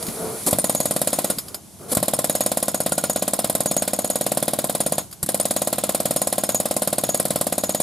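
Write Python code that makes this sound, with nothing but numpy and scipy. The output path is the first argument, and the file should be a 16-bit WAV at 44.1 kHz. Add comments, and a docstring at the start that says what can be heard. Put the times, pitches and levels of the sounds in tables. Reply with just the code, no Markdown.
"""An open yard full of scrap steel: some metres away, a pneumatic jackhammer breaks concrete in 3 bursts.
Each stroke lets out a pressure pulse and an air jet, cracks the concrete and may leave the chisel ringing;
a weaker puff marks the piston's return. Before the first two bursts, air rushes in and the valve flutters.
Ground and scrap echo the pulses. A compressor drones far off, in a light breeze."""
import sys
import numpy as np
from scipy import signal
from scipy.fft import rfft, irfft, next_fast_len
from scipy.io import wavfile

SR = 44100
rng = np.random.default_rng(int(sys.argv[2]) if len(sys.argv) > 2 else 0)


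def write(x):
    x = np.atleast_2d(x).T
    wavfile.write(sys.argv[1], SR, np.round(np.clip(x, -1, 1) * 32767).astype(np.int16))


N = 344862

# Noise spectra. Each row: frequency in Hz, relative density in dB.
COMPRESSOR_SPECTRUM = [(41, -39), (70, 7.5), (213, 7), (268, -3), (321, 3), (451, -6.5), (494, -7.5),
                       (695, -4), (1760, -20), (6160, -13), (10900, -9.5), (13300, -17), (16000, -34)]
BREEZE_SPECTRUM = [(20, -9), (50, -5), (100, 0), (300, -26.5), (1000, -60)]
YARD_SPECTRUM = [(40, -25), (100, 1), (150, 18), (190, 4), (230, -9), (300, 7.5), (400, 7.5), (600, -12),
                 (1000, 11.5), (3000, -5.5)]
RUSH_SPECTRUM = [(30, -32), (70, -2.5), (130, -3), (210, 3.5), (300, -4.5), (450, -32), (1000, -28)]
HOWL_SPECTRUM = [(250, -3), (380, 7), (520, 4.5), (650, 5), (800, -1.5), (1400, -4.5), (1900, -21),
                 (4000, -53)]
LEAK_SPECTRUM = [(1060, -51), (1800, -8), (2390, -5), (2720, -14), (3030, -8), (3910, -5.5), (4020, -3.5),
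                 (5340, -6), (7840, -2), (10800, 6.5), (16000, -19)]
JET_SPECTRUM = [(500, -4), (1500, -10.5), (2700, -29), (4000, -10.5), (5200, -10), (6200, -14),
                (7300, -2.5), (9500, 1.5), (12000, -1), (14000, -11.5), (16000, -78)]
CRACK_SPECTRUM = [(90, -37), (200, 9.5), (400, -16), (620, 8.5), (880, -9), (1020, 2), (1400, -0.5),
                  (1750, -7), (2050, -3.5), (2700, -6), (3700, 0.5), (5000, -4.5), (6200, -13.5),
                  (9000, -8)]
# Echoes off the scrap. Each row: delay in seconds, signed relative gain.
SCRAP_ECHOES = [(.00533, 0.13), (.00964, 0.099), (.01204, 0.088), (.01259, -0.096), (.01626, 0.055),
                (.01887, -0.076), (.0204, 0.14), (.0212, 0.17), (.03315, -0.095), (.03757, -0.033)]
# Air feeding the tool, two spells. Each row: time in seconds, flow in dB, leak hiss in dB.
FEED_SPELLS = [
    [(0.0, -36, -34.5), (.16, -37, -34), (.24, -29.5, -35), (.36, -35, -34.5), (.44, -41.5, -32.5),
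     (.6, -49, -39.5), (1.31, -43.5, -38.5), (1.42, -48, -42.5), (1.57, -45, -53)],
    [(1.62, -64, -58), (1.78, -67, -53), (1.82, -40.5, -47), (1.88, -40, -50), (1.92, -35, -28.5)],
]
# Air passage resonances. Each row: frequency in Hz, relative level in dB.
PASSAGE_MODES = [(212, -6), (448, 6), (695, -1)]
# Air let out with no blow. Each row: start in seconds, peak in dB, relative thump in dB, decay in seconds.
IDLE_PUFFS = [(0.4637, -16, -19, 0.019), (0.5086, -17.5, -31, 0.0071), (1.9496, -15, -40, 0.0066),
              (5.2284, -16, -19.5, 0.0076), (5.2614, -23.5, -28, 0.0062)]
# The loose chisel knocks on concrete. Each row: start in seconds, relative level in dB.
CHISEL_KNOCKS = [(0.0266, -26), (0.0663, -26.5), (1.385, -20), (1.483, -32), (1.5445, -23.5),
                 (5.1123, -36.5), (5.1273, -31)]
# The tool is set down or shifted. Each row: start in seconds, relative level in dB.
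TOOL_THUDS = [(0.083, -14.5), (1.375, -27)]
# Valve flutter. Each row: start and length in seconds, first and last pitch in Hz, tone and air in dB.
VALVE_FLUTTERS = [(0.47, 0.0243, 477, 238, -21.5, -20.5), (1.9153, 0.0239, 332, 237, -23.5, -22.5)]
# Steel modes. Each row: frequency in Hz, T60 in seconds, relative level in dB.
HOUSING_MODES = [(1047, 0.13, -3), (1917, 0.041, -2), (2460, 0.044, -5.5), (3705, 0.0215, -24),
                 (4400, 0.0214, -28), (8030, .025, -14), (13500, .03, -9)]
CHISEL_MODES = [(6752, 0.14, 15.5), (9250, 0.041, 16.5), (5170, 0.093, 14.5), (4770, 0.036, 23),
                (11000, 0.059, 24), (12200, 0.1, 20)]
# The chisel rides loose. Each row: start and end in seconds, drive of its first mode in dB.
LOOSE_SPELLS = [(.63, .87, -39.5), (1.06, 1.32, -42), (2.28, 2.48, -44), (2.61, 3.06, -44),
                (3.08, 3.18, -36.5), (3.64, 3.79, -35.5), (3.8, 4.28, -43.5), (4.79, 5.0, -43),
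                (5.38, 5.64, -44), (6.14, 6.24, -42), (6.36, 6.57, -38.5), (7.01, 7.17, -41),
                (7.56, 7.82, -39.5)]
# The chisel jumps clear. Each row: time in seconds, drive of its second mode in dB.
CHISEL_PINGS = [(.586, -19), (.696, -26), (.908, -32), (1.129, -24), (1.301, -28), (2.135, -26),
                (2.296, -34), (2.803, -32), (2.921, -29), (3.038, -28), (3.39, -32), (3.711, -33),
                (4.804, -25.5), (4.863, -28), (5.289, -34), (5.398, -25.5), (5.508, -30), (5.947, -31.5),
                (6.162, -25), (6.216, -27), (6.435, -28), (6.82, -27), (7.801, -28)]
# Loosened concrete rings dully. Each row: start in seconds, peak in dB, frequency in Hz.
SLAB_RINGS = [(1.3004, -24, 1430), (2.6815, -27, 1420), (2.743, -33, 1420), (2.8024, -35, 1420),
              (2.922, -25, 1400), (2.9861, -24, 1430), (3.0398, -23, 1420), (3.0974, -37, 1420),
              (4.431, -29, 3440), (4.484, -32, 3470)]
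# Exhaust port swings, of opposite sign. Each row: frequency in Hz, decay in seconds, relative level in dB.
PORT_SWINGS = [(603, 0.00091, 15.5), (357, 0.00047, 19.5)]
# Hammer pace. Each row: start in seconds, strokes per second (0: one last stroke).
STROKE_PACE = [(0.5283, 17.67), (0.6415, 18.72), (1.0154, 17.54), (1.3005, 0.0), (1.9692, 17.24),
               (2.0272, 18.6), (2.296, 18.17), (2.6812, 15.97), (2.7438, 17.01), (3.0966, 15.89),
               (3.2225, 17.96), (3.3895, 18.63), (3.7653, 17.92), (4.156, 18.54), (4.8031, 16.87),
               (4.9809, 0.0), (5.2887, 18.24), (6.0013, 18.76), (6.1612, 18.23), (6.8196, 18.48),
               (7.2525, 18.94), (7.4109, 17.76), (7.6925, 18.48), (7.8007, 0.0)]

REFILL_S = .4   # a longer pause fills the cylinder


def from_db(db):
    """Decibels to gain."""
    return 10 ** (np.asarray(db) / 20)


def pan(db):
    """Stereo gains: left up by db, right down."""
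    return from_db([[db], [-db]])


def noise(spectrum, side_db):
    """Coloured stereo noise: mid at rms 1, side at side_db."""
    hz, db = np.transpose(spectrum)
    size = next_fast_len(N)
    bins_hz = np.maximum(np.fft.rfftfreq(size, 1 / SR), 1)
    gain = from_db(np.interp(np.log(bins_hz), np.log(hz), db)) * np.minimum(bins_hz / hz[0], 1) ** 2
    pair = irfft(rfft(rng.standard_normal((2, size))) * gain, size)[:, :N]
    mid, side = pair / np.sqrt(np.mean(pair ** 2, axis=1, keepdims=True))
    return mid + from_db(side_db) * side * np.array([[1], [-1]])


def clicks(times_s, heights):
    """One-sample impulses."""
    out = np.zeros(N)
    np.add.at(out, np.clip(np.round(np.atleast_1d(times_s) * SR).astype(int), 0, N - 1), heights)
    return out


def swell(times_s, db, rise_s, fall_s):
    """Envelope of bursts summed in power, each peaking at its dB."""
    t = np.arange(SR // 2) / SR
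    shape = (1 - np.exp(-t / rise_s)) * np.exp(-t / fall_s)
    power = signal.oaconvolve(clicks(times_s, from_db(db) ** 2), (shape / shape.max()) ** 2)[:N]
    return np.sqrt(np.maximum(power, 0))


def ring(x, hz, t60_s):
    """Resonator: a unit click starts a decaying unit sine."""
    radius, angle = from_db(-60 / (t60_s * SR)), 2 * np.pi * hz / SR
    return signal.lfilter([0, np.sin(angle)], [1, -2 * radius * np.cos(angle), radius ** 2], x + 1e-18)


def struck(modes, times_s, db):
    """Each blow excites each mode with its own random strength."""
    chance_db = rng.normal(0, 2.5, (len(times_s), len(modes)))
    return sum(ring(clicks(times_s, from_db(db + mode_db + chance_db[:, k])), hz, t60_s)
               for k, (hz, t60_s, mode_db) in enumerate(modes))


def delayed(x, delay_s):
    """Fractional delay."""
    return np.interp(np.arange(N) - delay_s * SR, np.arange(N), x, left=0)


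def add(out, start_s, piece):
    """Mix a piece in at start_s."""
    span = out[round(start_s * SR):][:len(piece)]
    span += piece[:len(span)]


def compressor_and_breeze(drone_db=-45.5, breeze_db=-56.5):
    """A far compressor drones; light wind rumbles."""
    drone = from_db(drone_db) * noise(COMPRESSOR_SPECTRUM, side_db=-6.5)
    return drone + from_db(breeze_db) * noise(BREEZE_SPECTRUM, side_db=-8)


def yard(x, t60_s=0.27, tail_db=-17.5, build_s=0.033):
    """Adds scrap echoes from alternate sides and a thin, low tail from sheds and trees."""
    t = np.arange(SR // 2) / SR
    tail = noise(YARD_SPECTRUM, side_db=-29)[:, :len(t)]
    tail *= from_db(-60 * t / t60_s) * (1 - np.exp(-t / build_s))
    tail *= from_db(tail_db) / np.sqrt(np.sum(tail ** 2) / 2)
    echoes = sum(gain * delayed(x, s) * pan(3 * (-1) ** k) for k, (s, gain) in enumerate(SCRAP_ECHOES))
    return x + echoes + signal.oaconvolve(x[None], tail, axes=1)[:, :N]


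def air_feed(waver_hz=14, full_flow_db=-29):
    """Air filling hose and tool rushes, howls, whistles in the passages and hisses from a leak."""
    gains, t = np.zeros((2, N)), np.arange(N) / SR
    for spell in FEED_SPELLS:
        times_s, *levels_db = np.transpose(spell)
        edges_s = np.r_[times_s[0] - .02, times_s, times_s[-1] + .05]
        gains += [np.interp(t, edges_s, np.r_[0, from_db(db), 0]) for db in levels_db]
    flow, leak = gains
    whistle_gain = from_db(full_flow_db - 3.5) * (flow / from_db(full_flow_db)) ** 2
    tones, knots_s = np.zeros(N), t[::SR // 100]
    for hz, db in PASSAGE_MODES:
        pitch_hz = hz + waver_hz * np.interp(t, knots_s, rng.standard_normal(len(knots_s)))
        tones += from_db(db) * np.sin(2 * np.pi * np.cumsum(pitch_hz) / SR)
    rush = from_db(-3.5) * noise(RUSH_SPECTRUM, side_db=-15)
    howl = from_db(-1.5) * noise(HOWL_SPECTRUM, side_db=-8)
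    return flow * (rush + howl) + leak * noise(LEAK_SPECTRUM, side_db=-7.5) + whistle_gain * tones


def idle_puffs():
    """Air escapes with no blow: a spurt and a low thump."""
    spurts = sum(swell(s, db, rise_s=.0006, fall_s=decay_s) for s, db, _, decay_s in IDLE_PUFFS)
    times_s, _, thump_db, _ = np.transpose(IDLE_PUFFS)
    thumps = swell(times_s, thump_db - 4, rise_s=0.0029, fall_s=0.011)
    return spurts * noise(JET_SPECTRUM, side_db=-14) + thumps * noise(RUSH_SPECTRUM, side_db=-20)


def chisel_knocks():
    """The loose chisel taps the concrete: a crunch and a steel ring."""
    times_s, db = np.transpose(CHISEL_KNOCKS)
    crunch = noise(JET_SPECTRUM, side_db=-6.5) + from_db(-4.5) * noise(CRACK_SPECTRUM, side_db=-23)
    crunch *= swell(times_s, db - 3.5, rise_s=0.00037, fall_s=0.0089)
    return crunch + struck(CHISEL_MODES, times_s, db - 28)


def tool_thuds():
    """The heavy tool thuds as it is set down or shifted."""
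    times_s, db = np.transpose(TOOL_THUDS)
    return swell(times_s, db - 5.5, rise_s=0.0014, fall_s=0.012) * noise(RUSH_SPECTRUM, side_db=-14)


def valve_flutter():
    """The valve chops the first air into a falling rasp; returns tone and hiss."""
    tone, air = np.zeros(N), np.zeros(N)
    for start_s, length_s, first_hz, last_hz, tone_db, air_db in VALVE_FLUTTERS:
        progress = np.linspace(0, 1, round(length_s * SR))
        phase = 2 * np.pi * np.cumsum(last_hz + (first_hz - last_hz) * (1 - progress) ** 2) / SR
        gate = signal.windows.tukey(len(progress), .2)
        rasp = np.sin(phase) + 0.94 * np.sin(2 * phase) + 0.25 * np.sin(3 * phase)
        add(tone, start_s, from_db(tone_db) * gate * rasp)
        add(air, start_s, from_db(air_db) * gate * (1 + 0.625 * np.sin(phase)))
    hiss = noise(JET_SPECTRUM, side_db=-15) + from_db(-10.5) * noise(CRACK_SPECTRUM, side_db=-32)
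    return tone, air * hiss


def valve_ticks(times_s, tick_hz=3900):
    """The valve snaps over just before each blow."""
    chance_db = rng.normal(0, 2, len(times_s))
    ticks = swell(times_s - 0.00186, chance_db - 33.5, rise_s=0.00031, fall_s=0.0015)
    ticks += swell(times_s - .0075, chance_db - 40, rise_s=.0005, fall_s=0.0041)
    spectrum = [(tick_hz / 2, -18), (tick_hz, 0), (tick_hz * 1.47, -14), (tick_hz * 4, -22)]
    return ticks * noise(spectrum, side_db=-16)


def chisel_drives_db(times_s, seated_db=-52.5, ping_rest_db=-48, low_rest_db=-53.5):
    """Drive of the first three modes per blow: weak when seated, strong when loose or jumping."""
    sing_db, ping_db, low_db = rng.normal(0, 3, (len(times_s), 3)).T
    sing_db += seated_db
    for start_s, end_s, db in LOOSE_SPELLS:
        sing_db[(times_s > start_s) & (times_s < end_s)] += db - seated_db
    ping_db += ping_rest_db
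    for s, db in CHISEL_PINGS:
        ping_db[np.argmin(np.abs(times_s - s))] = db
    low_db += low_rest_db + 0.26 * (ping_db - ping_rest_db)
    return sing_db, ping_db, low_db


def chisel_rings(times_s, drives_db, rebound_s=.008, swell_t60_s=0.0093, detune=.002, split=.004):
    """On rebound three modes swell and sing, each split into two bending planes that beat."""
    free_s = times_s + rebound_s + .0033 * rng.uniform(-1, 1, len(times_s))
    out, t = np.zeros(N), np.arange(SR // 5) / SR
    for levels_db, (hz, t60_s, mode_db) in zip(drives_db, CHISEL_MODES):
        envelope = from_db(mode_db - 60 * t / t60_s) - from_db(mode_db - 60 * t / swell_t60_s)
        pitches_hz = hz * rng.normal(1, detune, len(times_s))
        offsets_rad = rng.uniform(0, 2 * np.pi, len(times_s))
        for s, db, pitch_hz, offset_rad in zip(free_s, levels_db, pitches_hz, offsets_rad):
            phase = 2 * np.pi * pitch_hz * t
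            pair = np.sin(phase) + .5 * np.sin(phase * (1 + split) + offset_rad)
            add(out, s, from_db(db - 1.5) * envelope * pair)
    return out


def concrete(times_s, db):
    """Blows crush concrete with a dry crack; grit trickles after; at times a loose piece rings."""
    blow_db = db + rng.normal(0, 1.37, len(times_s))
    crack = swell(times_s, blow_db - 10, rise_s=0.006, fall_s=0.0061) * noise(CRACK_SPECTRUM, -46)
    grit = swell(times_s, blow_db - 20.5, rise_s=0.014, fall_s=0.024) * noise(CRACK_SPECTRUM, -28)
    slabs = sum(ring(clicks(s, from_db(peak_db)), hz, t60_s=0.048) for s, peak_db, hz in SLAB_RINGS)
    return crack + grit + slabs


def air_jets(times_s, db, return_share=0.519):
    """A spit of air per stroke, its scatter off the scrap, and a soft puff as the piston turns back."""
    periods_s = np.diff(times_s)
    running = periods_s < 2 * np.median(periods_s)
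    turns_s = (times_s[:-1] + periods_s * return_share)[running]
    turn_db = db[:-1][running] + rng.normal(0, 1.8, len(turns_s))
    spit = swell(times_s, db + 4.5, rise_s=0.00036, fall_s=0.0028) * noise(JET_SPECTRUM, -11.5)
    scatter = swell(times_s + 0.0029, db - 1.5, rise_s=0.00066, fall_s=0.0072) * noise(JET_SPECTRUM, -8)
    puff = swell(turns_s, turn_db - 10.5, rise_s=0.0034, fall_s=0.0035) * noise(JET_SPECTRUM, -12)
    far = swell(times_s, db - 20.5, rise_s=0.0068, fall_s=0.042) * noise(JET_SPECTRUM, 4.5)
    return spit + scatter + puff + far


def exhaust_pulses(times_s, levels_db, low_cut_hz=234, full_low_cut_hz=90, ground_delay_s=0.0012442):
    """Each stroke dumps a slug of air, deeper from a full cylinder; the ground reflects it."""
    out, t = np.zeros(N), np.arange(SR // 50) / SR
    full = np.diff(times_s, prepend=0) > REFILL_S
    stretches = np.where(full, 1.01, 1) * np.exp(rng.normal(0, 0.018, len(times_s)))
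    cuts_hz = np.where(full, full_low_cut_hz, low_cut_hz)
    for s, db, stretch, cut_hz in zip(times_s, levels_db, stretches, cuts_hz):
        age_s, pressure = t / stretch, np.zeros(len(t))
        for k, (hz, decay_s, swing_db) in enumerate(PORT_SWINGS):
            envelope = from_db(swing_db) * age_s / decay_s * np.exp(-age_s / decay_s)
            pressure += (-1) ** k * envelope * np.sin(2 * np.pi * hz * age_s)
        low_cut = signal.butter(2, cut_hz, "high", fs=SR, output="sos")
        add(out, s, from_db(db) * stretch * signal.sosfilt(low_cut, pressure))
    return out + delayed(out, ground_delay_s)


def stroke_times_s():
    """A whole number of evenly spaced strokes per stretch of steady pace."""
    ends_s = [s for s, _ in STROKE_PACE[1:]] + [N / SR]
    stretches = []
    for (start_s, pace_hz), end_s in zip(STROKE_PACE, ends_s):
        count = max(round((end_s - start_s) * pace_hz), 1)
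        stretches.append(start_s + np.arange(count) / max(pace_hz, 1))
    return np.concatenate(stretches)


def stroke_drives_db(times_s, full_boost_db=2.8, sag_db_per_s=0.6):
    """A full cylinder boosts the pulse; the jet fades as hose pressure sags through a burst."""
    pauses_s = np.diff(times_s, prepend=0)
    burst_start_s = np.maximum.accumulate(np.where(pauses_s > 2 * np.median(pauses_s), times_s, 0))
    pulse_chance, jet_chance = rng.standard_normal((len(times_s), 2)).T
    pulse_db = -17.5 + full_boost_db * (pauses_s > REFILL_S) + .5 * pulse_chance
    jet_db = -19 - sag_db_per_s * (times_s - burst_start_s) + .7 * jet_chance
    return pulse_db, jet_db


def scene():
    """The hammer and its handling, over compressor and breeze."""
    times_s = stroke_times_s()
    pulse_db, jet_db = stroke_drives_db(times_s)
    flutter_tone, flutter_hiss = valve_flutter()
    pulses = yard(exhaust_pulses(times_s, pulse_db) + flutter_tone) * pan(.8)
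    blows = valve_ticks(times_s) + concrete(times_s, pulse_db)
    housing = struck(HOUSING_MODES, times_s + 0.002884, jet_db - 15.5)
    rings = chisel_rings(times_s, chisel_drives_db(times_s)) * pan(1)
    air = air_jets(times_s + 0.0008, jet_db) * pan(-.6) + flutter_hiss + air_feed()
    handling = idle_puffs() + chisel_knocks() + tool_thuds()
    return compressor_and_breeze() + handling + air + rings + housing + blows + pulses


def record(dry, low_cut_hz=55, high_cut_hz=15500, lag_samples=0.27):
    """Slight right-channel lag, bass cut, clip at full scale, top cut."""
    allpass = (1 - lag_samples) / (1 + lag_samples)
    stereo = np.stack([dry[0], signal.lfilter([allpass, 1], [1, allpass], dry[1])])
    stereo = signal.sosfilt(signal.butter(1, low_cut_hz, "high", fs=SR, output="sos"), stereo)
    high_cut = signal.ellip(10, .1, 80, high_cut_hz, fs=SR, output="sos")
    return signal.sosfilt(high_cut, np.clip(stereo, -1, 1))


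dry = scene()
out = record(dry)
write(out)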